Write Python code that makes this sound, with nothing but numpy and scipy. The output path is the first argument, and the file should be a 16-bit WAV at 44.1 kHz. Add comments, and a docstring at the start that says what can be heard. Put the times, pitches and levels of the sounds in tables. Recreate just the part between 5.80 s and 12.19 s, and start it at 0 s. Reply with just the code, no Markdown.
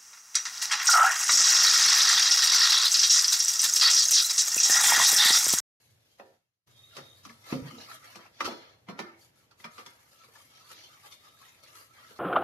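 """Hands push and roll stiff dough around a wide steel bowl on a hard kitchen floor.
The palm thumps and flexes the base, which knocks on the floor. Dough and skin stick and slip over the
metal: rubbing, grit, chirps, tacks. The held bowl rings briefly and a small bare room answers.
A faint high squeal sounds twice; room air and a low hum lie underneath. The level dips once, early on."""
import sys
import numpy as np
from scipy import signal
from scipy.fft import rfft, irfft, next_fast_len
from scipy.io import wavfile
from scipy.ndimage import uniform_filter1d

SR = 44100
rng = np.random.default_rng(int(sys.argv[2]) if len(sys.argv) > 2 else 0)


def file_out(sig):
    """Save sig as 16-bit WAV at sys.argv[1]."""
    # one column per channel
    cols = np.atleast_2d(sig).T
    # limit, then scale
    lim = np.clip(cols, -1, 1)
    pcm = np.round(lim * 32767).astype(np.int16)
    wavfile.write(sys.argv[1], SR, pcm)


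N = 281799
TIME_S = np.arange(N) / SR
RING_SAMPLES = 2 ** 15

# blows: t/s, level/dB, arm weight/dB, sharpness/dB, L-R/dB, crush length/ms, lead-in/dB,
# note of the struck patch f/Hz, note re blow/dB, note decay/ms
BLOWS = [(0.397, -52, -17, -15, -0.5, 2, -5.5, 593, 15.5, 1.54),
         (1.166, -51, -12, 2, 0, 5.8, -7, 520, -10, 4.2), (1.182, -54, -10.5, -13, 2, 8.4, -8, 382, 2, 9),
         (1.451, -58, -1, 4, 0.5, 5.2, -1.5, 1217, 18.5, 2.1),
         (1.495, -60, -13, 1, 2, 4.2, 5, 2150, 21, 1.25),
         (1.724, -43, 2, -11, 0, 3.8, -10.5, 264.3, 15.5, 10.4),
         (1.862, -66, -9, -3, -2, 10, 1, 344, 7, 13), (1.98, -62, -1.5, -17, 0, 7, -7, 474, 5, 13),
         (2.114, -60, -31, 3, -4, 3.7, -6, 1870, 9, 4), (2.356, -55, -6.5, 2, 0.5, 4.7, 0, 670, 10.5, 1.8),
         (2.392, -63.5, -12, -14, 0, 3.2, -6, 504, 2, 9.5), (2.452, -65, -25, -2, -1, 3, -5, 830, 4, 6.6),
         (2.605, -38, -16.5, -3, -1.5, 3.5, -11, 1193, 10, 4.4),
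         (2.644, -47, -18, -1, -6, 6.7, -9, 303, 4, 8.1), (2.654, -43.5, -18, 7, 1, 3.6, 3, 1315, 2, 12.6),
         (2.676, -48.5, -2.5, -18.5, 0.5, 8.3, -30, 400, 19.5, 2.6),
         (2.709, -49.5, -11.5, -9, 4, 8.1, -7, 292, -2, 5.4), (3.086, -48, -5, -8, -1, 11, -6, 199, 4, 13),
         (3.19, -42, -8, -4, -2, 4.1, -8, 232, -8, 6),
         (3.711, -69, -22.5, 4.5, -2.5, 2.1, -11, 1360, 2.5, 8.3),
         (3.799, -67.5, -8, 3.5, -1, 5, -18, 2030, 11.5, 5),
         (3.842, -47, -30, -3, -0.5, 5.5, -9, 2380, 7, 2.8),
         (3.98, -51, -16.5, -3.5, -1, 12.6, -7, 1182, -2, 18),
         (4.061, -58, -12.5, 4.5, 0.5, 3.3, -5, 2156, 11, 4),
         (4.436, -68, -18, -6, 3, 4, -11, 2290, 7.5, 5.5), (4.485, -72, -13, -5, -3, 5, -6, 470, 9, 8.8),
         (4.555, -64.5, -25, 4, 3, 9.8, -1, 1170, -5, 11), (4.902, -64, -11, 7, 1, 6, 0, 1286, 8, 8.8),
         (5.259, -70, -18, -1, -4, 5, -11, 607, 9.5, 7), (5.324, -70, -23, 15, 5, 4, 7, 3610, 14.5, 6.9),
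         (6.306, -66.5, -2, -12, 1, 5.4, -6, 490, 0, 11)]
# boom, thud, body, clank, tick: level/dB, share of weight, share of sharpness
BLOW_BANDS = [(-6, 1.15, 0.64), (-2.5, 0.71, -0.16), (-6, 0.22, -0.45), (-2.4, -0.0098, 0.13),
              (-4.5, 0.13, 0.96)]
BLOW_EDGES_HZ = (105, 180, 460, 900, 2800, 13000)
# contact spectrum: f/Hz, level/dB
CONTACT_EQ = [(60, -6), (140, -13.5), (200, 3.5), (262, 4), (350, 5.5), (620, -2), (850, -2.5), (1230, 2.5),
              (1580, -5.5), (2150, -4.5), (3500, -5), (5800, -3), (8000, -19), (12500, -18)]
# bowl modes: f/Hz, level/dB, T60/s
BOWL_MODES = [(139.8, -5, 0.24), (163.8, -8.5, 0.33), (230.5, -5, 0.45), (267, -5.5, 0.37),
              (339, -2.5, 0.48), (388, -11, 0.49), (447, -14.5, 0.47), (539, -4, 0.52), (609, -2, 0.52),
              (713, -4.5, 0.41), (784, -6, 0.46), (960, -1, 0.52), (1138, -1, 0.26), (1200, -0.5, 0.095),
              (1244, 0, 0.14), (1305, -2.5, 0.22), (1368, -0.5, 0.39), (1686, 2, 0.2), (1790, 2, 0.4),
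              (1860, -0.5, 0.2), (2049, -1, 0.2), (2410, -1.5, 0.25), (3090, -6, 0.24), (4190, 7.5, 0.22),
              (4410, 1.5, 0.21), (5120, 3, 0.19)]
# base bulges under the palm: t/s, favoured f/Hz, level/dB, time until damped/s
BULGES = [(0.401, 455, -56.5, 0.16), (1.175, 133, -53, 0.053), (1.49, 200, -60, 0.034),
          (1.723, 140, -34.5, 0.064), (1.726, 490, -41.5, 0.042), (1.821, 145, -39, 0.12),
          (1.916, 267, -50, 0.078), (2.70, 348, -54, 0.095), (3.09, 171, -54.5, 0.093),
          (3.235, 346, -53.5, 0.16), (3.842, 191, -54, 0.037)]
# air puffs: t/s, level/dB, half length/s
PUFFS = [(1.79, -65, .018), (1.828, -55, 0.011), (2.667, -61, 0.0079)]
# wall clang modes: f/Hz, level/dB, T60/s
CLANG_MODES = [(1840, -2, 0.043), (1965, -3, 0.045), (2064, -4, 0.059), (2360, 1, 0.027), (2960, -8, 0.034)]
# knocks that clang: t/s, level/dB
CLANG_JOLTS = [(2.606, -31), (3.191, -42.5)]
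# close, beating rim modes: f/Hz, level/dB, T60/s
RIM_MODES = [(2900, -2.5, 0.69), (3360, -2, 0.58), (3440, -2.5, 0.75), (3460, -2, 0.44), (4140, -8, 0.67),
             (4250, -6.5, 0.97), (4190, -2, 0.8), (5440, 1, 0.42), (5599, -6, 0.4), (6460, -3, .35)]
# jolts that ring the rim: t/s, level/dB
RIM_JOLTS = [(2.656, -51.5), (4.064, -70.5), (5.325, -69)]

# strokes: crest t/s, length/s, level/dB, skin dryness/dB, dough stickiness/dB
STROKES = [(0.01, 0.24, -74.5, 11.5, 8), (0.348, 0.21, -80, 24, 9), (1.176, 0.091, -58.5, 2.5, -4),
           (1.37, 1, -75.5, 17, 6.5), (1.719, 0.085, -48.5, -1.5, -4), (1.895, 0.11, -54.5, -4, -5.5),
           (2.024, 0.083, -55, 6.5, -6), (2.124, 0.077, -53.5, -3.5, -2.5), (2.15, 0.027, -59, 6, 6.5),
           (2.247, 0.038, -59, -6, -4), (2.295, 0.062, -57, -1.5, -3), (2.429, 0.086, -62.5, -5.5, -17),
           (2.582, 0.064, -64, 8.5, -10), (2.705, 0.15, -58, 1, -7), (2.852, 0.12, -62, -2.5, -12),
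           (3.256, .12, -64, -16, -11), (3.433, 0.076, -69.5, 5.5, 7), (3.601, 0.079, -72, 0, 3.5),
           (3.819, 0.045, -63.5, 4, 3.5), (3.975, 0.1, -61.5, -1, 1), (4.102, 0.083, -65.5, -3, 1),
           (4.33, 0.036, -68.5, 7, 5), (4.426, 0.075, -62.5, -1.5, -10), (4.603, 0.13, -65.5, 3, 3.5),
           (4.78, 0.12, -62.5, 4, -8), (4.906, 0.063, -58, -2.5, 2.5), (4.998, .16, -59.5, 11, -5),
           (5.137, 0.067, -62.5, -4, -4), (5.258, 0.077, -59, -1.5, 0), (5.32, 0.046, -63, 0, 3.5),
           (5.47, 0.089, -63, -1.5, -5), (5.649, 0.11, -62, -1, -0.5), (5.784, 0.04, -68.5, -3, -10),
           (5.87, 0.093, -61.5, 3.5, -2.5), (5.98, .1, -58.5, -2, 3.5), (6.217, 0.15, -62.5, -6.5, -8),
           (6.355, 0.23, -62.5, 0, -1)]
# drag, scrape, hiss, crackle: level/dB, share of dryness, share of stickiness
STROKE_BANDS = [(-11.5, -0.033, 0), (-4, -0.7, 0), (-4, 0.43, 0), (-7.5, 0.032, 0.99)]
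STROKE_EDGES_HZ = (220, 900, 2500, 7000, 13000)
# light rubbing between strokes: t/s, level/dB
TOUCH = [(0, -90), (.85, -79), (.88, -76), (2.3, -68), (3.0, -99), (3.85, -94), (4.2, -71), (6.39, -72)]
# sliding contact spectrum: f/Hz, level/dB
RUB_EQ = [(200, -11), (450, -7), (800, -3), (1020, -3.5), (1290, -2.5), (1530, -8), (2050, -2.5),
          (2900, -4), (4400, -2), (6300, -6), (8000, -20), (13000, -13)]
# rubbed wall resonances: f/Hz, width/Hz, level re plain rubbing/dB
WALL_PEAKS = [(1203, 64, 2), (1326, 60, 6), (1660, 70, -4.5), (2064, 64, -6.5), (2650, 27, -8.5),
              (3200, 150, -13), (3610, 78, -6.5), (4500, 390, -6.5)]
# skin catching on steel, and sticky dough letting go with a tiny chirp: t/s, f/Hz, relative level/dB, half
# length/ms
CATCHES = [(1.137, 1380, -61, 7), (1.455, 4800, -59, 4.3), (1.475, 1330, -55, 3.9),
           (1.502, 1750, -53.5, 4.6), (1.986, 3950, -46, 1.9), (2.014, 4200, -46, 2.5),
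           (2.09, 1150, -49.5, 2.7), (2.091, 5400, -58, 2), (2.117, 1335, -41.5, 3.4),
           (2.228, 1400, -60, 2), (2.257, 2100, -56, 4), (2.353, 2400, -45.5, 1.3), (2.358, 5650, -53, 1.3),
           (2.393, 1200, -48.5, 1.7), (3.421, 4600, -57.5, 7), (3.844, 3400, -46, 1.9),
           (3.918, 6500, -61.5, 4.4), (3.988, 4550, -53, 3), (4.066, 2170, -51, 3), (4.066, 3400, -48, 2.8),
           (4.32, 4870, -66, 4.4), (4.39, 3550, -67, 3.3), (4.559, 1730, -51.5, 3.2),
           (4.571, 900, -56.5, 4), (4.61, 1150, -56.5, 3.8), (4.76, 5600, -61, 4.4),
           (4.803, 4100, -67, 2.8), (4.811, 1300, -57, 6.9), (5.136, 3140, -60, 4.8),
           (5.246, 1180, -55.5, 7.7), (5.327, 3530, -52, 4), (5.326, 4410, -56, 6), (5.327, 2400, -59, 5.1),
           (5.476, 1200, -58.5, 5.4), (5.5, 3000, -64, 3), (5.622, 1120, -60, 6.6),
           (5.658, 1894, -56.5, 2.7), (5.69, 6700, -59, 4.1), (5.958, 1300, -56, 7), (6.19, 1200, -57, 4.6),
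           (6.366, 1150, -58, 3.5)]
# dough letting go: t/s, level/dB
TACKS = [(1.169, -47), (2.359, -51), (3.844, -55), (4.063, -48), (4.068, -53), (5.325, -55)]
# the wall throws the treble left: f/Hz, L-R/dB
TREBLE_PAN = [(300, -2), (1200, -0.5), (2200, 1), (4000, -2), (7000, 6), (13000, 5)]

# squeal envelope: t/s, main tone/dB, lower tone/dB
SQUEAL_LEVELS = [(.89, -92, -97), (.96, -70, -73), (1.0, -59, -77), (1.04, -60.5, -77), (1.08, -72.5, -80),
                 (1.12, -68, -74), (1.22, -65, -76), (1.34, -66.5, -77), (1.42, -77, -91),
                 (1.48, -96, -100), (1.6, -120, -120), (5.15, -120, -120), (5.3, -75, -88),
                 (5.58, -76.5, -90), (5.72, -76, -95), (5.9, -110, -120)]
# squeal tones: f/Hz, fractional rise
SQUEAL_TONES = [(3680, 0.012), (3290, .002)]
# room decay: f/Hz, T60/s
ROOM_T60 = [(100, 0.9), (260, 0.49), (700, 0.62), (1800, 0.47), (4800, 0.35), (12000, 0.28)]
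# diffuse field: f/Hz, L-R correlation
COHERENCE = [(60, 0.94), (140, 0.86), (280, 0.59), (550, 0.32), (1200, -0.14), (2500, -0.29),
             (12000, -0.078)]
# room air spectrum: f/Hz, relative level/dB
AIR_EQ = [(25, -32), (60, -19.5), (115, -14.5), (280, -17), (550, -17), (900, -22.5), (1300, -24.5),
          (1650, -23), (2200, -23.5), (6500, -30), (8000, -36), (13000, -32)]
# room hum: t/s, level/dB
HUM_LEVEL = [(0, -87), (.12, -69), (.22, -79), (.5, -85), (.89, -71.5), (3.6, -81), (6.39, -79)]
# overall gain on all layers, with one brief dip: t/s, gain/dB
MASTER_GAIN = [(.54, 3.5), (.62, -9), (.7, -18), (.858, -26), (.874, 6)]


def blows(crush_db=3, crackle_db=9, lead_in_s=0.0084, knock_db=7, knock_slope=0.17, medium_db=-46):
    """The blow lands and small contacts crush after it; weight and sharpness tilt the bands."""
    out = np.zeros((2, N + RING_SAMPLES))
    lead = int(.02 * SR)
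    attack = slice(lead, lead + int(.03 * SR))
    t = TIME_S[:RING_SAMPLES] - lead / SR
    for at_s, level_db, weight_db, sharp_db, pan_db, crush_ms, lead_in_db, *_ in BLOWS:
        age = 2000 * np.maximum(t, 0) / crush_ms
        crackle = rng.standard_normal(RING_SAMPLES) * undb(crackle_db * rng.standard_normal(RING_SAMPLES))
        # a short noise swell just before the blow softens its attack
        lead_in = undb(lead_in_db) * unit(crackle * np.exp(-np.abs(t) / lead_in_s) * (t < 0))
        crush = undb(crush_db) * unit(crackle * age * np.exp(-age))
        drive = (crush + lead_in) / np.sqrt(RING_SAMPLES)
        drive[lead] += 1
        sound = convolve(drive, bowl_in_room(ring_db=-1, early_db=14, room_db=7, early_s=0.017))
        # base hits the floor 2 ms later, more sharply under a hard blow
        sound[:, lead + int(.002 * SR)] += undb(knock_db + knock_slope * (level_db - medium_db))
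        sound = colour(sound, CONTACT_EQ)
        start = int(at_s * SR) - lead
        for lo_hz, hi_hz, (db, heavy, sharp) in zip(BLOW_EDGES_HZ, BLOW_EDGES_HZ[1:], BLOW_BANDS):
            part = band(sound, lo_hz, hi_hz)
            gain = undb(level_db + db + heavy * weight_db + sharp * sharp_db) / part[:, attack].std()
            out[:, start:start + RING_SAMPLES] += pan(pan_db) * gain * part
    return out[:, :N]


def patch_notes(rise_s=0.0015, delay_s=0.001003, sag=0.036):
    """The struck patch of steel gives a short sagging note, choked by the dough."""
    out, t = np.zeros((2, N + RING_SAMPLES)), TIME_S[:RING_SAMPLES]
    for at_s, level_db, _, _, pan_db, _, _, hz, note_db, decay_ms in BLOWS:
        fade = np.exp(-1000 * t / decay_ms)
        pitch_hz = hz * (1 + sag * (fade - .5))
        note = np.sqrt(2) * fade * (1 - np.exp(-t / rise_s)) * sine(pitch_hz)
        start = int((at_s + delay_s) * SR)
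        out[:, start:start + RING_SAMPLES] += pan(pan_db) * undb(level_db + note_db) * note
    return convolve(out[:, :N], bowl_in_room(ring_db=-39, early_db=-7, room_db=-6))


def base_flex(push_s=0.01, damp_s=0.02, spread_oct=0.3, waver=0.026, mode_count=8):
    """The bulging base swings in the lowest modes, detuned and then stopped by the hand."""
    out, t = np.zeros(N + RING_SAMPLES), TIME_S[:RING_SAMPLES]
    hz, db, t60_s = np.transpose(BOWL_MODES[:mode_count])[:, :, None]
    tuning = 1 + waver * np.array([walk(70) for _ in hz])
    for at_s, favoured_hz, level_db, free_s in BULGES:
        start = int(at_s * SR)
        span = slice(start, start + RING_SAMPLES)
        sizes = undb(db) * np.exp(-(np.log2(hz / favoured_hz) / spread_oct) ** 2)
        modes = sizes * sine(hz * tuning[:, span]) * decay(t, t60_s)
        swing = np.sum(modes, axis=0) / np.linalg.norm(sizes)
        out[span] += undb(level_db) * swing * held(t, push_s, free_s, damp_s)
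    return np.sqrt(2) * out[:N]


def puffs(band_hz=(68, 115)):
    """Low gusts of air squeezed from under bowl and dough."""
    air = band(diffuse(N), *band_hz)
    envelope = sum(undb(db) * np.exp(-((TIME_S - at_s) / half_s) ** 2) for at_s, db, half_s in PUFFS)
    return envelope * air / running_rms(air, 1024)


def steel_ring(modes, jolts, rise_s, free_s, damp_s=.03):
    """A jolt rings a group of modes until they fade or the hand stops them."""
    out, t = np.zeros((2, N + RING_SAMPLES)), TIME_S[:RING_SAMPLES]
    hz, db, t60_s = np.transpose(modes)[:, :, None, None]
    envelope = np.sqrt(2) * held(t, rise_s, free_s, damp_s) / np.linalg.norm(undb(db))
    for at_s, level_db in jolts:
        phase = 2 * np.pi * rng.random((len(modes), 2, 1))
        ring = np.sum(undb(db) * np.sin(2 * np.pi * hz * t + phase) * decay(t, t60_s), axis=0)
        start = int(at_s * SR)
        out[:, start:start + RING_SAMPLES] += undb(level_db) * envelope * ring
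    return out[:, :N]


def rubbing():
    """Slips swell with each stroke; dryness and stickiness weight the bands."""
    sound, out = slips(), 0
    for lo_hz, hi_hz, (db, dry_share, sticky_share) in zip(
            STROKE_EDGES_HZ, STROKE_EDGES_HZ[1:], STROKE_BANDS):
        part = band(sound, lo_hz, hi_hz)
        out += undb(db) * effort(dry_share, sticky_share) * part / running_rms(part, 4096)
    return out


def effort(dry_share, sticky_share, touch_dry_db=-3, touch_sticky_db=4, rise_share=0.47):
    """Rubbing amplitude: each stroke swells and eases over the resting touch."""
    power = undb(curve(TOUCH)[0] + dry_share * touch_dry_db + sticky_share * touch_sticky_db) ** 2
    for at_s, length_s, db, dry_db, sticky_db in STROKES:
        near = slice(*np.searchsorted(TIME_S, [at_s - 2 * length_s, at_s + 2 * length_s]))
        t = TIME_S[near] - at_s
        width_s = length_s * np.where(t < 0, rise_share, 1 - rise_share)
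        swell = np.exp(-(t / width_s) ** 2)
        power[near] += undb(db + dry_share * dry_db + sticky_share * sticky_db) ** 2 * swell
    return np.sqrt(power)


def slips(rate_hz=1100, scatter_db=3.5, judder_db=1, shift_db=6, places=6):
    """Dough sticks and slips in tiny grains; the hand drifts between places, each with its own ring."""
    weights = undb(shift_db * np.array([walk(14) for _ in range(places)]))
    weights /= np.sqrt(np.sum(weights ** 2, axis=0))
    judder, out = undb(judder_db * walk(50)), 0
    for weight in weights:
        sizes = undb(scatter_db * np.minimum(rng.exponential(size=N), 4))
        grains = (rng.random(N) < rate_hz / SR) * rng.standard_normal(N) * sizes
        place = bowl_in_room(ring_db=-10.5, early_db=11.5, room_db=3.5, early_s=0.013, place_db=5)
        out += convolve(grains * weight * judder, place)
    return wall_ring(mottle(colour(out, RUB_EQ)))


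def mottle(x, depth_db=4.5, patch_s=.045, patch_hz=150, smooth_above_hz=5500):
    """Narrow bands swell and fade at random: a patchy metallic rasp, smoother on top."""
    size, hop = 1024, 256
    hz, _, spectra = signal.stft(x, fs=SR, nperseg=size, noverlap=size - hop)
    drift = rng.standard_normal(spectra.shape[1:])
    for axis, span in enumerate([patch_hz * size / SR, patch_s * SR / hop]):
        for _ in range(2):
            drift = uniform_filter1d(drift, int(span), axis=axis)
    gain_db = depth_db * unit(drift) / np.hypot(1, (hz[:, None] / smooth_above_hz) ** 2)
    return signal.istft(spectra * undb(gain_db), nperseg=size, noverlap=size - hop)[1][:, :N]


def wall_ring(x):
    """Sliding contact keeps the wall's narrow resonances sounding."""
    return x + sum(undb(db) * signal.lfilter(*signal.iirpeak(hz, hz / width_hz, fs=SR), x)
                   for hz, width_hz, db in WALL_PEAKS)


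def grit(rate_hz=110, lo_hz=1600, hi_hz=6800, gain_db=-7.5, scatter_db=2, decay_s=0.00076):
    """Specks of dough tear loose at random, each with a tiny ring at its own pitch."""
    out, t = np.zeros(N + RING_SAMPLES), TIME_S[:1024]
    strength = effort(dry_share=0.15, sticky_share=0.13)
    envelope = np.e * t / decay_s * np.exp(-t / decay_s)
    for when, height, luck in rng.random((int(rate_hz * N / SR), 3)):
        start = int(when * N)
        size = strength[start] * undb(gain_db + scatter_db * min(-np.log(1 - luck), 3))
        hz = lo_hz * (hi_hz / lo_hz) ** height
        out[start:start + len(t)] += size * envelope * np.sin(2 * np.pi * hz * t)
    return wall_ring(convolve(out[:N], bowl_in_room(ring_db=-24, early_db=1.5, room_db=-4.5)))


def catches(gain_db=-8, waver=0.025, soft_hz=1260, spread_hz=64, soft_db=-9, soft_ms=6.4, jitter_s=0.0081):
    """Stick-slip chirps: sharp catches of skin and sticky dough letting go, plus a soft one near each stroke's
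    crest."""
    chance = rng.standard_normal((len(STROKES), 2))
    dry_share = STROKE_BANDS[1][1]  # scrape band
    soft = [(at_s + jitter_s * late, soft_hz + spread_hz * high, db + soft_db + dry_share * dry_db, soft_ms)
            for (at_s, _, db, dry_db, _), (late, high) in zip(STROKES, chance)]
    out, t = np.zeros(N + RING_SAMPLES), TIME_S[:4096] - .045
    for at_s, hz, db, half_ms in soft + CATCHES:
        wobble = unit(uniform_filter1d(rng.standard_normal(len(t)), size=48))
        envelope = np.sqrt(2) * undb(db) * np.exp(-(1000 * t / half_ms) ** 2 / 2)
        start = max(int((at_s + t[0]) * SR), 0)
        out[start:start + len(t)] += envelope * sine(hz * (1 + waver * wobble))
    return undb(gain_db) * convolve(out[:N], bowl_in_room(ring_db=-46, early_db=-5.5, room_db=-12.5))


def tacks(band_hz=(1500, 8000), decay_s=0.0018):
    """Dough lets go of the steel with a crisp snap."""
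    impulses = np.zeros(N)
    for at_s, db in TACKS:
        impulses[int(at_s * SR)] += undb(db)
    envelope = signal.lfilter([1], [1, -np.exp(-1 / (decay_s * SR))], impulses + 1e-18)
    snaps = envelope * unit(band(diffuse(N), *band_hz, order=2))
    return convolve(snaps, bowl_in_room(ring_db=-16, early_db=-12, room_db=-16))


def bowl_in_room(ring_db, early_db, room_db, early_s=0.03, build_s=0.00069, place_db=2):
    """Tap response at one place: click, bowl modes, wall and floor reflections, room tail."""
    t = TIME_S[:RING_SAMPLES]
    ring = 0
    for hz, db, t60_s in BOWL_MODES:
        # L-R phase difference grows with frequency
        phase = 0.77 * min(hz / 1100, 2) * rng.standard_normal((2, 1))
        size = undb(db + place_db * rng.standard_normal())
        ring += size * np.cos(2 * np.pi * hz * t + phase) * decay(t, t60_s)
    early = diffuse(RING_SAMPLES) * np.exp(-t / early_s)
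    noise, tail = diffuse(RING_SAMPLES), 0
    edges_hz = np.geomspace(60, 15360, 7)
    for lo_hz, hi_hz in zip(edges_hz, edges_hz[1:]):
        tail += band(noise, lo_hz, hi_hz, order=2) * decay(t, at_hz(ROOM_T60, np.sqrt(lo_hz * hi_hz)))
    tail *= 1 - np.exp(-t / build_s)
    out = undb(ring_db) * unit(ring) + undb(early_db) * unit(early) + undb(room_db) * unit(tail)
    out /= np.sqrt(RING_SAMPLES)
    out[:, 0] += 1
    return out


def squeal(break_s=1.02, turn_s=0.077, clean_waver=0.004, rough_waver=0.013, trill_hz=62.9, depth=0.93):
    """Two thin high tones start clean, rise into a rough trill, and return faintly later."""
    rough = np.clip((TIME_S - break_s) / turn_s, 0, 1)
    waver = clean_waver + rough * (rough_waver - clean_waver)
    trill = 1 + depth * rough * sine(trill_hz * (1 + .08 * walk(12)))
    out = 0
    for (hz, rise), waver_share, db in zip(SQUEAL_TONES, (1, 0.58), curve(SQUEAL_LEVELS)):
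        wobble = waver_share * waver * (walk(220) + 0.446 * walk(35))
        tone = trill * sine(hz * (1 + rise * rough + wobble))
        out += undb(db) * unit(convolve(tone, bowl_in_room(ring_db=-30, early_db=3, room_db=1.5)))
    return out


def background(air_db=-75, hum_hz=(92, 134)):
    """Soft room air and a low, unsteady hum."""
    air = undb(air_db) * unit(colour(diffuse(N), AIR_EQ))
    hum = undb(curve(HUM_LEVEL)[0]) * unit(band(diffuse(N), *hum_hz, order=2))
    return air + hum


def diffuse(count):
    """Stereo noise: alike in the bass, nearly unrelated in the treble."""
    mid, side = rfft(rng.standard_normal((2, count)))
    alike = at_hz(COHERENCE, np.fft.rfftfreq(count, 1 / SR))
    mid, side = mid * np.sqrt(1 + alike), side * np.sqrt(1 - alike)
    return unit(irfft(np.array([mid + side, mid - side]), count))


def walk(rate_hz):
    """Smooth random drift, rms 1."""
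    hold = int(SR / rate_hz)
    steps = np.repeat(rng.standard_normal(N // hold + 1), hold)
    return unit(uniform_filter1d(uniform_filter1d(steps, hold), hold)[:N])


def held(t, rise_s, free_s, damp_s):
    """Envelope: rise, ring free, damp."""
    return (1 - np.exp(-t / rise_s)) * np.exp(-np.maximum(t - free_s, 0) / damp_s)


def decay(t, t60_s):
    """Fall of 60 dB per T60."""
    return np.exp(-np.log(1000) * t / t60_s)


def sine(hz):
    """Sine from per-sample frequency."""
    return np.sin(2 * np.pi * np.cumsum(hz, axis=-1) / SR)


def undb(db):
    """dB to gain."""
    return 10 ** (np.asarray(db) / 20)


def pan(db):
    """Channel gains for an L-R level."""
    return undb(np.array([[.5], [-.5]]) * db)


def unit(x):
    """Scale to rms 1."""
    return x / np.sqrt(np.mean(x ** 2) + 1e-30)


def running_rms(x, samples):
    """Sliding rms over both channels."""
    return np.sqrt(uniform_filter1d(np.mean(x ** 2, axis=0), size=samples))


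def curve(table):
    """Columns of a time table, per sample."""
    times_s, *columns = np.transpose(table)
    return [np.interp(TIME_S, times_s, column) for column in columns]


def at_hz(table, hz):
    """Interpolate on a log-frequency axis."""
    points_hz, values = np.transpose(table)
    return np.interp(np.log(np.maximum(hz, 1)), np.log(points_hz), values)


def colour(x, table, size=2048):
    """Minimum-phase filter from f/Hz, level/dB points."""
    gain = undb(at_hz(table, np.fft.rfftfreq(size, 1 / SR)))
    cepstrum = irfft(np.log(gain))
    cepstrum[1:size // 2] *= 2
    cepstrum[size // 2 + 1:] = 0
    return convolve(x, irfft(np.exp(rfft(cepstrum))))


def convolve(x, response):
    """Convolve, keeping the length."""
    return signal.fftconvolve(np.atleast_2d(x), np.atleast_2d(response), axes=-1)[:, :x.shape[-1]]


def band(x, lo_hz, hi_hz, order=3):
    """Band-pass."""
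    return signal.sosfilt(signal.butter(order, [lo_hz, hi_hz], "band", fs=SR, output="sos"), x)


def scene():
    """Bowl sources panned by frequency, plus squeal and background, under the overall gain."""
    bowl = blows()
    bowl += band(patch_notes() + base_flex(), 106, 12060, order=2)  # notes and flex kept out of the deep bass
    bowl += puffs() + rubbing() + grit() + catches() + tacks()
    bowl += steel_ring(CLANG_MODES, CLANG_JOLTS, rise_s=.0008, free_s=.1)
    bowl += steel_ring(RIM_MODES, RIM_JOLTS, rise_s=.0043, free_s=.33)
    size = next_fast_len(N + 2048, True) // 2 * 2
    pan_db = at_hz(TREBLE_PAN, np.fft.rfftfreq(size, 1 / SR))
    placed = irfft(rfft(bowl, size) * pan(pan_db))[:, :N]
    return (placed + squeal() + background()) * undb(curve(MASTER_GAIN)[0])


def record(dry):
    """Steep low-pass at 13.2 kHz."""
    return signal.sosfilt(signal.ellip(10, .2, 70, 13200, fs=SR, output="sos"), dry)


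dry = scene()
out = record(dry)
file_out(out)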